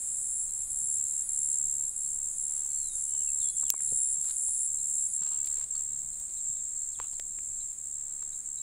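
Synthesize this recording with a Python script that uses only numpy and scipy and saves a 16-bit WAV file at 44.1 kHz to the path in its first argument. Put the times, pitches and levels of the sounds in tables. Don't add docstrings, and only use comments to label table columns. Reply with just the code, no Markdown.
import sys
import numpy as np
from scipy import signal
from scipy.fft import rfft, irfft, next_fast_len
from scipy.io import wavfile
from scipy.ndimage import uniform_filter1d

SR = 44100
rng = np.random.default_rng(int(sys.argv[2]) if len(sys.argv) > 2 else 0)


def volts_from_decibels(level):
    exponent = np.asarray(level, float) / 20
    return 10 ** exponent


def dump_mix(stems):
    frames = np.atleast_2d(stems).T
    limited = np.clip(frames, -1, 1)
    pcm = np.round(limited * 32767).astype(np.int16)
    wavfile.write(sys.argv[1], SR, pcm)


N = 380123
T = np.arange(N) / SR
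FFT_SIZE = 2 * next_fast_len(N // 2 + 1)


def level(x, db):
    return x * volts_from_decibels(db) / np.sqrt(np.mean(x ** 2))


def curve(rows, off_db=-120):
    s, *columns = np.transpose(rows)
    return [np.interp(T, s, c, left=off_db, right=off_db) for c in columns]


def colour(x, points):
    hz, db = np.transpose(points)
    log_hz = np.log(hz)
    f = np.log(np.fft.rfftfreq(FFT_SIZE, 1 / SR) + 1)
    outside = np.maximum(log_hz[0] - f, 0) + np.maximum(f - log_hz[-1], 0)
    return irfft(rfft(x, FFT_SIZE) * volts_from_decibels(np.interp(f, log_hz, db) - 65 * outside), FFT_SIZE)[:N]


def band(x, hz, width_hz):
    return signal.lfilter(*signal.iirpeak(hz, hz / width_hz, fs=SR), x)


def resonate_twice(x, hz, width_hz):
    return band(band(x, hz, width_hz), hz, width_hz)


def walk(rate):
    k = int(SR / rate)
    held = np.repeat(rng.standard_normal(N // k + 1), k)
    return 1.3 * uniform_filter1d(uniform_filter1d(held, k), k)[:N]


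def scatter(x, t60):
    fade = np.exp(-np.log(1000) * T[:SR // 8] / t60)
    paths = rng.standard_normal((2, len(fade))) * fade / np.sqrt(np.sum(fade ** 2))
    sway = 2.0 * walk(4)
    shares = np.sin(sway), np.cos(sway)
    return sum(share * signal.oaconvolve(x, path)[:N] for share, path in zip(shares, paths))


def add(out, s, piece):
    i = int(s * SR)
    out[i:i + len(piece)] += piece[:N - i]


def ring(hz, db, t60):
    t = T[:SR // 20]
    return volts_from_decibels(db) * np.sin(2 * np.pi * hz * t) * np.exp(-np.log(1000) * t / t60)


def strokes(beat, hz, fall_hz, duty, scatter_db, waver=0.0043, loose=3, lean=1.14, bend=1):
    k = np.floor(beat).astype(int)
    chance = rng.standard_normal((k.max() + 2, 3))[k].T
    part = np.clip((beat - k) / np.clip(duty, .1, .95), 0, 1)
    swell = np.abs(np.sin(np.pi * part ** lean)) ** .9 * (part < 1) * volts_from_decibels(scatter_db * chance[0])
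    pitch_hz = (hz + fall_hz * (.5 - part ** bend)) * (1 + waver * chance[1])
    turns = np.cumsum(pitch_hz) / SR
    turns -= turns[np.searchsorted(np.maximum.accumulate(k), k)]
    return swell, 2 * np.pi * turns + loose * chance[2]


def field():
    # (frequency [Hz], density [dB per Hz])
    air_spectrum = [(12, -3), (20, 2), (30, -11.5), (42, -11), (207, -22.5), (283, -29), (334, -28),
                    (377, -29.5), (579, -31), (684, -31), (2310, -35.5), (2860, -40), (4000, -33.5),
                    (5450, -37.5), (6000, -38), (7800, -63), (13200, -120)]
    # (time [s], extra level [dB], length [s])
    puffs = [
        (.79, 3, 0.32),
        (1.4, 2.5, 0.091),
        (1.672, 4.5, 0.087),
        (3.93, 6.5, 0.065),
        (4.485, 6.5, 0.053),
        (6.05, 4, 0.27),
        (6.995, 7, 0.042),
        (7.488, 4, 0.17),
    ]
    lull_db = -0.5
    air = level(colour(rng.standard_normal(N), air_spectrum), -57.5)
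    gust = walk(0.75)
    breeze_db = lull_db + sum(db * np.exp(-((T - s) / length) ** 2) for s, db, length in puffs)
    spectrum = rfft(air, FFT_SIZE)
    octave = np.log2(np.fft.rfftfreq(FFT_SIZE, 1 / SR) / 20 + 1e-9)
    out = 0
    for k in range(-1, 10):
        share = np.clip(1 - abs(np.maximum(octave, -1) - k), 0, 1)
        part = irfft(spectrum * share, FFT_SIZE)[:N]
        out = out + part * volts_from_decibels(.5 * gust - 0.17 * (T - 3.0) + 1.17 * walk(6.5) + breeze_db * (k < 4))
    hiss_spectrum = [(5500, -10.0), (12000, -11), (13500, -5), (14500, 24), (16000, 12)]
    return out + level(colour(rng.standard_normal(N), hiss_spectrum), -79.5)


def cricket():
    # (time [s], level [dB], lead of the wing beat on an even clock [strokes], leaf echo [dB])
    song = [(0, -38, -0.34, -7), (.4, -36.5, -0.33, -1), (.9, -32, -0.29, -10), (1.3, -31, -0.32, -7.5),
            (1.6, -28.5, -0.27, -14.5), (1.9, -33, -0.32, -17), (2.4, -33, -0.27, -9.5),
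            (2.95, -33.5, -0.031, -9.5), (3.5, -29, 0.073, -9.5), (3.9, -30, 0.15, -5),
            (4.4, -32.5, 0.13, -10), (5.06, -31, 0.18, -7), (5.95, -33.5, .27, -9.5),
            (6.17, -45, 0.2, -0.5), (6.4, -36.5, 0.16, 2), (7.3, -40.5, 0.049, -11.5),
            (7.9, -37.5, -0.025, -13), (8.62, -37, -0.15, -5)]
    # (middle [s], skipped [strokes])
    pauses = [(.670, 4), (1.257, 4), (1.928, 4), (2.349, 4), (2.920, 4), (3.535, 4), (4.342, 3), (5.102, 4),
              (5.677, 4), (6.285, 4), (6.945, 2), (7.760, 3), (8.433, 3)]
    stroke_hz, echo_lag = 71.4, SR // 250
    db, lead, echo_db = curve(song)
    beat = stroke_hz * T + lead + 1.41
    swell, phase = strokes(beat, 7445, 380, .6, .7, waver=.0025, lean=1.9, bend=2.5)
    middle = T + (.25 - beat % 1) / stroke_hz
    for s, skipped in pauses:
        swell = swell * (abs(middle - s) > skipped / 2 / stroke_hz)
    tone = volts_from_decibels(db + .6 * walk(14)) * level(band(swell * np.sin(phase), 7540, 1300), 0)
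    over_db = -65 - 2.5 * np.maximum(T - 6, 0)
    overtone = volts_from_decibels(over_db) * level(swell ** .4 * np.sin(2 * phase), 0)
    echo = scatter(volts_from_decibels(echo_db - 3) * tone + volts_from_decibels(-8.5) * overtone, 0.03)
    return volts_from_decibels(-1.48) * tone + volts_from_decibels(-2) * overtone + np.roll(echo, echo_lag)


def katydid():
    # (last click [s], click rate there [Hz], echo share [0-1], full level [dB], bright wing edge [dB])
    phrases = [
        (0.45, 130, 0.46, -38, -12),
        (.979, 130.6, 0.37, -38, -7),
        (1.523, 130.5, 0.65, -39.5, -8),
        (2.169, 131.6, 0.6, -45, -2),
        (2.602, 131.2, 0.9, -41, -13),
        (3.117, 130.5, 0.44, -41, -11),
        (3.617, 131.4, 0.67, -41.5, -13),
        (4.151, 128.2, 0.33, -34.5, -12),
        (4.6707, 130.2, 0.3, -35, -12),
        (5.1721, 128.7, 0.34, -39.5, -16.5),
    ]
    # (frequency [Hz], density [dB per Hz])
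    wing_spectrum = [(7600, -20), (8300, -10), (8900, -5), (9400, -1), (10000, -1), (10600, -8.5),
                     (11300, -17), (12000, -24), (13000, -32)]
    # (time [s], level [dB])
    low_wing = [(0, -10), (.8, -20), (1.3, -33), (2.4, -19), (3.0, -22), (3.9, -9), (4.5, -5), (5.2, -20)]
    # (time [s], level [dB])
    far_singer = [(0, -57), (1, -45.5), (2.4, -51.5), (3.6, -53.5), (3.9, -51), (5.2, -70)]
    rest_s, stumble_s, resume_s, stop_early_s = .053, .072, .082, .004
    first_start_s, swell_s, dulls_s, slowing_hz_per_s = -0.18, 0.16, 0.29, 16
    false_start_db, soft_start_db = -5.5, -11
    ends = np.transpose(phrases)[0]
    phrase = np.minimum(np.searchsorted(ends + 0.0078, T), len(phrases) - 1)
    end, rate, echo, full_db, edge_db = np.transpose(phrases)[:, phrase]
    to_end = T - end
    beat = 2 * (rate * to_end - slowing_hz_per_s * to_end ** 2 / 2) + .25 + 200 * (phrase + 1)
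    swell, phase = strokes(beat, 9800, 4600, .38, 1.5, waver=.01, loose=1.1, lean=1.1)
    shut = np.floor(beat) % 2 == 0
    clicks = swell * np.where(shut, np.sin(phase), volts_from_decibels(-9) * rng.standard_normal(N))
    since = T - np.append(first_start_s, ends)[phrase]
    going = np.maximum(since - resume_s, 0)
    effort = volts_from_decibels(soft_start_db * np.exp(-going / swell_s)) * (going > 0) * (T < end - stop_early_s)
    effort = effort + volts_from_decibels(false_start_db) * (since > rest_s) * (since < stumble_s)
    edge = level(resonate_twice(clicks, 11200, 1500), 0) * volts_from_decibels(edge_db) * np.exp(-going / dulls_s)
    wing = level(colour(clicks, wing_spectrum), 0)
    low = level(resonate_twice(clicks, 9220, 700), 0) * volts_from_decibels(curve(low_wing)[0])
    near = (wing + low + edge) * uniform_filter1d(effort * volts_from_decibels(full_db), size=150)
    far = volts_from_decibels(curve(far_singer)[0] + 2.0 * walk(7.65)) * wing[::-1]
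    echo = np.clip(echo, 0, 1)
    return np.sqrt(1 - echo) * near + scatter(np.sqrt(echo) * near + far, 0.13)


def cicada():
    # (time [s], rate [clicks per s])
    click_rate = [(0, 144.2), (.6, 143.97), (.77, 144.05), (.87, 144.75), (1.17, 145.4), (1.37, 145.92),
                  (1.77, 146.02), (2.07, 145.9), (2.9, 145.07), (4.0, 144.32), (4.45, 144.1),
                  (4.58, 144.25), (4.67, 144.8), (5.07, 145.83), (5.82, 146.16), (6.97, 144.97),
                  (7.7, 144.45), (8.62, 144.15)]
    # (frequency [Hz], width [Hz], level of one partial [dB])
    body_modes = [(7610, 130, -49), (7920, 150, -48.5), (8160, 90, -49), (8390, 110, -53.5),
                  (8660, 200, -62), (9250, 400, -67)]
    # (time [s], level [dB])
    loudness = [(0, 0), (2, -1), (4.5, 1), (6.8, 0), (7.6, -4), (8.62, -9)]
    phase = 2 * np.pi * np.cumsum(curve(click_rate)[0] * (1 + 4e-5 * walk(12))) / SR
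    clicks = np.sqrt(2) * sum(np.cos(k * phase) for k in range(50, 66) if k != 54)
    body = sum(volts_from_decibels(db) * resonate_twice(clicks, hz, 1.3 * width_hz) for hz, width_hz, db in body_modes)
    return body * volts_from_decibels(curve(loudness)[0] + 2.1 * walk(6))


def chorus():
    # (frequency [Hz], density [dB per Hz])
    blur_spectrum = [(3410, -28.5), (5800, -42.5), (6350, -24.5), (6550, -18), (7250, -1), (7600, -2),
                     (8060, -5), (9070, -10.5), (9180, -13), (12000, -32.5), (15600, -34), (22000, -120)]
    # (time [s], level [dB])
    blur_db = [(0, -43), (1.8, -43), (2.6, -42), (3.7, -43), (4.56, -40.5), (5.74, -44.5), (7.2, -46),
               (8.62, -47)]
    # (start [s], full at [s], end [s], pitch [Hz], fall [Hz], rate [strokes per s], level [dB])
    neighbours = [
        (2.0, 2.7, 3.24, 6340, 1110, 140, -60),
        (5.5, 6, 9.7, 6700, 240, 79, -59),
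        (5.999, 5.5, 7.72, 7410, 639.5, 72, -41),
        (6.1, 6.3, 7.11, 7050, 497, 100, -51),
    ]
    blur = colour(rng.standard_normal(N), blur_spectrum[1:]) * volts_from_decibels(1.47 * walk(30))
    blur = level(blur, 2.96) * volts_from_decibels(curve(blur_db)[0])
    songs = 0
    for start, full, end, hz, fall_hz, rate, db in neighbours:
        swell, phase = strokes(rate * T + .3 * walk(0.93) + 2, hz, fall_hz, .55, 1.6)
        fade_in = np.clip((T - start) / max(full - start, .02), 0, 1)
        fade_out = np.clip((end - T) / .004, 0, 1)
        songs = songs + level(swell * np.sin(phase), db) * volts_from_decibels(1.0 * walk(2.86)) * fade_in * fade_out
    return blur + 0.85 * songs + 0.3 * scatter(songs, 0.057)


def dove():
    # (start [s], end [s], level [dB])
    coos = [
        (0.061, .5, -77),
        (1.0, 1.398, -88),
        (2.704, 3.3, -79),
        (3.85, 4.602, -77.5),
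        (5.15, 6.05, -80),
        (6.101, 6.4, -82),
        (7.2, 7.605, -77),
    ]
    gate = sum(volts_from_decibels(db) * np.clip(np.minimum(T - a, b - T) / 0.072, 0, 1) for a, b, db in coos)
    return gate * level(resonate_twice(rng.standard_normal(N), 339, 30), 0)


def frog():
    # (time [s], peak [dB], pitch [Hz])
    croaks = [(0.4928, -59, 4100), (0.6055, -58, 4090), (1.3379, -55, 4070), (1.5219, -54, 4180),
              (1.8407, -57, 4230), (1.935, -64, 2720), (2.028, -60, 4100), (2.0643, -54, 4300),
              (2.711, -52, 4290), (3.1018, -58, 4490), (3.1807, -55, 4350), (3.2839, -53, 4380),
              (3.42, -47, 4280), (3.485, -45.5, 4170), (3.6182, -54, 4120), (3.6594, -59, 4230),
              (3.884, -53, 4080), (4.5346, -56, 4360), (4.786, -53, 4100), (4.9776, -58, 3940),
              (5.26, -58, 4500), (5.33, -56, 4150), (5.502, -54, 4020), (5.535, -55, 4370),
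              (5.755, -46, 4440), (5.9224, -59, 4000), (6.131, -53, 4140), (6.368, -53, 3980),
              (6.562, -57, 3950), (6.766, -58, 4400), (7.604, -50.5, 3960), (8.326, -54, 3910),
              (8.579, -48.5, 3970)]
    out = np.zeros(N)
    far = rng.random((200, 3)) * [N / SR - .1, 6, 1000] + [0, -71, 3600]
    for s, db, hz in list(croaks) + list(far):
        for k in range(3):
            add(out, s + 0.012 * k, ring(hz * (1 - 0.014 * k), db - 7 * k, 0.026))
    return 0.7 * out + 0.95 * scatter(out, 0.07)


def ticks():
    # (time [s], peak [dB], ring [Hz], bright crack [dB])
    taps = [(0.771, -50, 606, -69), (1.545, -58, 2500, -57), (1.615, -55, 900, -59), (2.659, -49, 970, -60),
            (2.958, -50.5, 566, -64), (2.982, -50, 1420, -59), (3.149, -47.5, 1010, -54),
            (3.633, -37.5, 1130, -75), (3.741, -27, 1050, -67), (3.804, -36.5, 1950, -69),
            (3.924, -36.5, 473, -74), (4.164, -53, 415, -67), (4.309, -60, 1030, -47),
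            (4.485, -45.5, 920, -54), (5.032, -53, 1570, -58), (5.221, -45, 1400, -60),
            (5.268, -45.5, 1260, -62), (5.321, -46, 1020, -57), (5.448, -59, 2570, -52),
            (5.452, -56, 3000, -54), (5.47, -60, 2800, -52), (5.473, -58, 3200, -48.5),
            (5.476, -62, 4500, -50), (5.517, -48, 2080, -59), (5.537, -46, 1900, -62),
            (5.573, -46, 2500, -54), (5.583, -48, 493, -68), (5.59, -56, 2400, -59),
            (5.614, -43, 2150, -58), (5.642, -44, 5900, -54), (5.643, -54, 2800, -60),
            (6.215, -53, 888, -64), (6.297, -58, 428, -57), (7.133, -49, 1000, -58),
            (7.132, -51, 3000, -64), (7.388, -37, 2290, -72)]
    out = np.zeros(N)
    for s, db, hz, crack_db in taps:
        add(out, s, ring(hz, db - 0.5, 9 / hz) + ring(4400, crack_db + 15.0, 0.002))
    return out


def birds():
    # (start [s], length [s], from [Hz], to [Hz], level [dB])
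    slides = [(1.04, .07, 4600, 3950, -72), (1.11, .06, 3950, 3880, -73), (1.12, .11, 5850, 5100, -77),
              (1.23, .1, 5070, 3930, -76), (1.96, 0.2, 3110, 3050, -82), (3.81, .06, 1980, 1700, -74),
              (6.78, .09, 4150, 4300, -74), (2.75, 0.2, 4540, 3660, -61.5),
              (3.638, .035, 3750, 3250, -61.5), (3.673, 0.045, 3200, 2400, -61),
              (3.05, 0.19, 3040, 3010, -67), (3.255, 0.047, 2940, 2560, -61),
              (3.59, 0.012, 3030, 2850, -65), (2.935, 0.022, 3790, 3800, -69),
              (3.743, 0.049, 2340, 2030, -59.5), (3.94, 0.13, 3670, 3540, -74),
              (4.5, .15, 3620, 3590, -76.5), (5.05, .16, 5250, 3820, -75.5), (6.36, 0.044, 3750, 3650, -74),
              (6.917, .013, 6300, 4640, -61), (6.929, 0.033, 4650, 3130, -60.5),
              (7.113, 0.034, 5800, 4200, -65), (7.14, .013, 4260, 4050, -61),
              (7.04, 0.071, 4040, 3800, -76)]
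    # (start [s], length [s], from [Hz], to [Hz], level [dB])
    hooks = [
        (3.385, 0.18, 4900, 3400, -58),
        (3.57, .05, 3380, 3400, -76),
        (4.14, 0.13, 3730, 3570, -75),
        (6.47, 0.15, 3760, 3640, -74),
    ]
    settle_s, attack, release = .018, .15, .12
    out = np.zeros(N)
    for notes, settles in ((slides, False), (hooks, True)):
        for s, length, from_hz, to_hz, db in notes:
            t = T[:int(length * SR)]
            left = np.exp(-t / settle_s) if settles else 1 - t / length
            hz = to_hz + (from_hz - to_hz) * left
            edge = np.clip(np.minimum(t / attack, (length - t) / release) / length, 0, 1)
            swell_db = 0 if settles else 8 * (t / length - 0.68)
            whistle = np.sin(2 * np.pi * np.cumsum(hz) / SR)
            add(out, s, np.sqrt(2) * edge * volts_from_decibels(db + swell_db) * whistle)
    return out * volts_from_decibels(2.2 * walk(140)) + volts_from_decibels(-7) * scatter(out, 0.23)


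def rustle():
    # (start [s], loudest [s], end [s], bright leaf rustle [dB], dull stem scrape [dB])
    brushes = [
        (3.7, 3.758, 4.3, -64, -79),
        (2.448, 2.57, 2.7, -61, -74),
        (4.2, 4.304, 4.36, -53, -80),
        (5.212, 5.235, 5.42, -55, -63),
        (5.31, 5.33, 5.4, -67, -64),
        (5.428, 5.477, 5.9, -69, -81),
        (5.49, 5.645, 5.655, -61, -71),
        (5.733, 5.75, 5.9, -61, -73),
        (6.977, 7.025, 7.1, -69, -56.5),
    ]
    edge_db = -15.5
    grains = rng.standard_normal(N) * volts_from_decibels(1.7 * rng.exponential(size=N) + 3.2 * walk(150))
    leaves = band(grains, 4060, 1600) + 0.41 * band(grains, 2100, 700) + 0.79 * band(grains, 1490, 530)
    leaves = level(leaves, -1.9)
    stems = band(band(grains, 1220, 770), 1090, 780) + 0.76 * resonate_twice(grains, 2900, 1500)
    stems = level(stems, 0)
    out = np.zeros(N)
    for a, top, b, leaf_db, stem_db in brushes:
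        sweep = volts_from_decibels(curve([(a, edge_db), (top, 0), (b, edge_db)])[0])
        out += sweep * (volts_from_decibels(leaf_db) * leaves + volts_from_decibels(stem_db) * stems)
    return out


def snaps():
    # (time [s], modes as (frequency [Hz], level [dB], t60 [s]))
    breaks = [
        (8.2268, [(1200, -41, .005), (4000, -41, .002), (2400, -50, .002)]),
        (6.9915, [(900, -42, .01)]),
        (7.1872, [(3200, -42, .0012), (700, -50, .004)]),
        (7.0002, [(1000, -26.5, .012), (3500, -42, .002), (504, -41.5, 0.022)]),
        (7.1982, [(1900, -30, .003), (3200, -29, .002), (5000, -31, 0.0018), (600, -39, .008)]),
        (3.7027, [(6700, -3.5, .003), (13000, -3, .001), (10500, -6, 0.0018), (3500, -40, 0.0048), (1820, -49, .008)]),
    ]
    attack_turns = 0.13
    t = T[:SR // 20]
    out = np.zeros(N)
    for s, modes in breaks:
        push = 0
        for hz, db, t60 in modes:
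            attack = np.clip(t * hz / attack_turns, 0, 1)
            push = push + ring(hz, db, t60) * attack * SR / (2 * np.pi * hz)
        add(out, s, np.diff(push, prepend=0))
    return out


def thumps():
    # (time [s], peak [dB], ring [Hz])
    knocks = [
        (3.923, -40.5, 161),
        (4.18, -48, 170),
        (4.489, -65, 80.7),
        (5.213, -47, 168),
        (6.496, -44.5, 110),
    ]
    out = np.zeros(N)
    for s, db, hz in knocks:
        add(out, s, ring(hz, db, 0.062) * np.clip(T[:SR // 20] / 0.0024, 0, 1))
    return out


def wing_flicks():
    # (time [s], peak [dB])
    flicks = [
        (5.4515, -36),
        (6.19, -39.5),
        (7.9374, -59),
    ]
    out = np.zeros(N)
    for s, db in flicks:
        add(out, s, volts_from_decibels(db) * band(rng.standard_normal(900), 9300, 3000) * np.hanning(900))
    return out


def scene():
    insects = cricket() + katydid() + cicada() + chorus()
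    animals = dove() + frog() + birds()
    close_by = ticks() + rustle() + snaps() + thumps() + wing_flicks()
    return (field() + insects + animals + close_by)[None, :]


def top_cut(x):
    return signal.sosfilt(signal.butter(12, 16780, fs=SR, output="sos"), x)


def record(dry):
    duck_s, duck_db, hold_s, release_s = 3.7045, -5, 0.098, 0.0056
    since = T - duck_s
    recovery = np.exp(-np.maximum(since - hold_s, 0) / release_s)
    ducked = dry * volts_from_decibels(duck_db * (since > 0) * recovery)
    cut = signal.sosfilt(signal.ellip(8, .3, 32, 15750, fs=SR, output="sos"), ducked)
    return top_cut(cut)


dry = scene()
out = record(dry)
dump_mix(out)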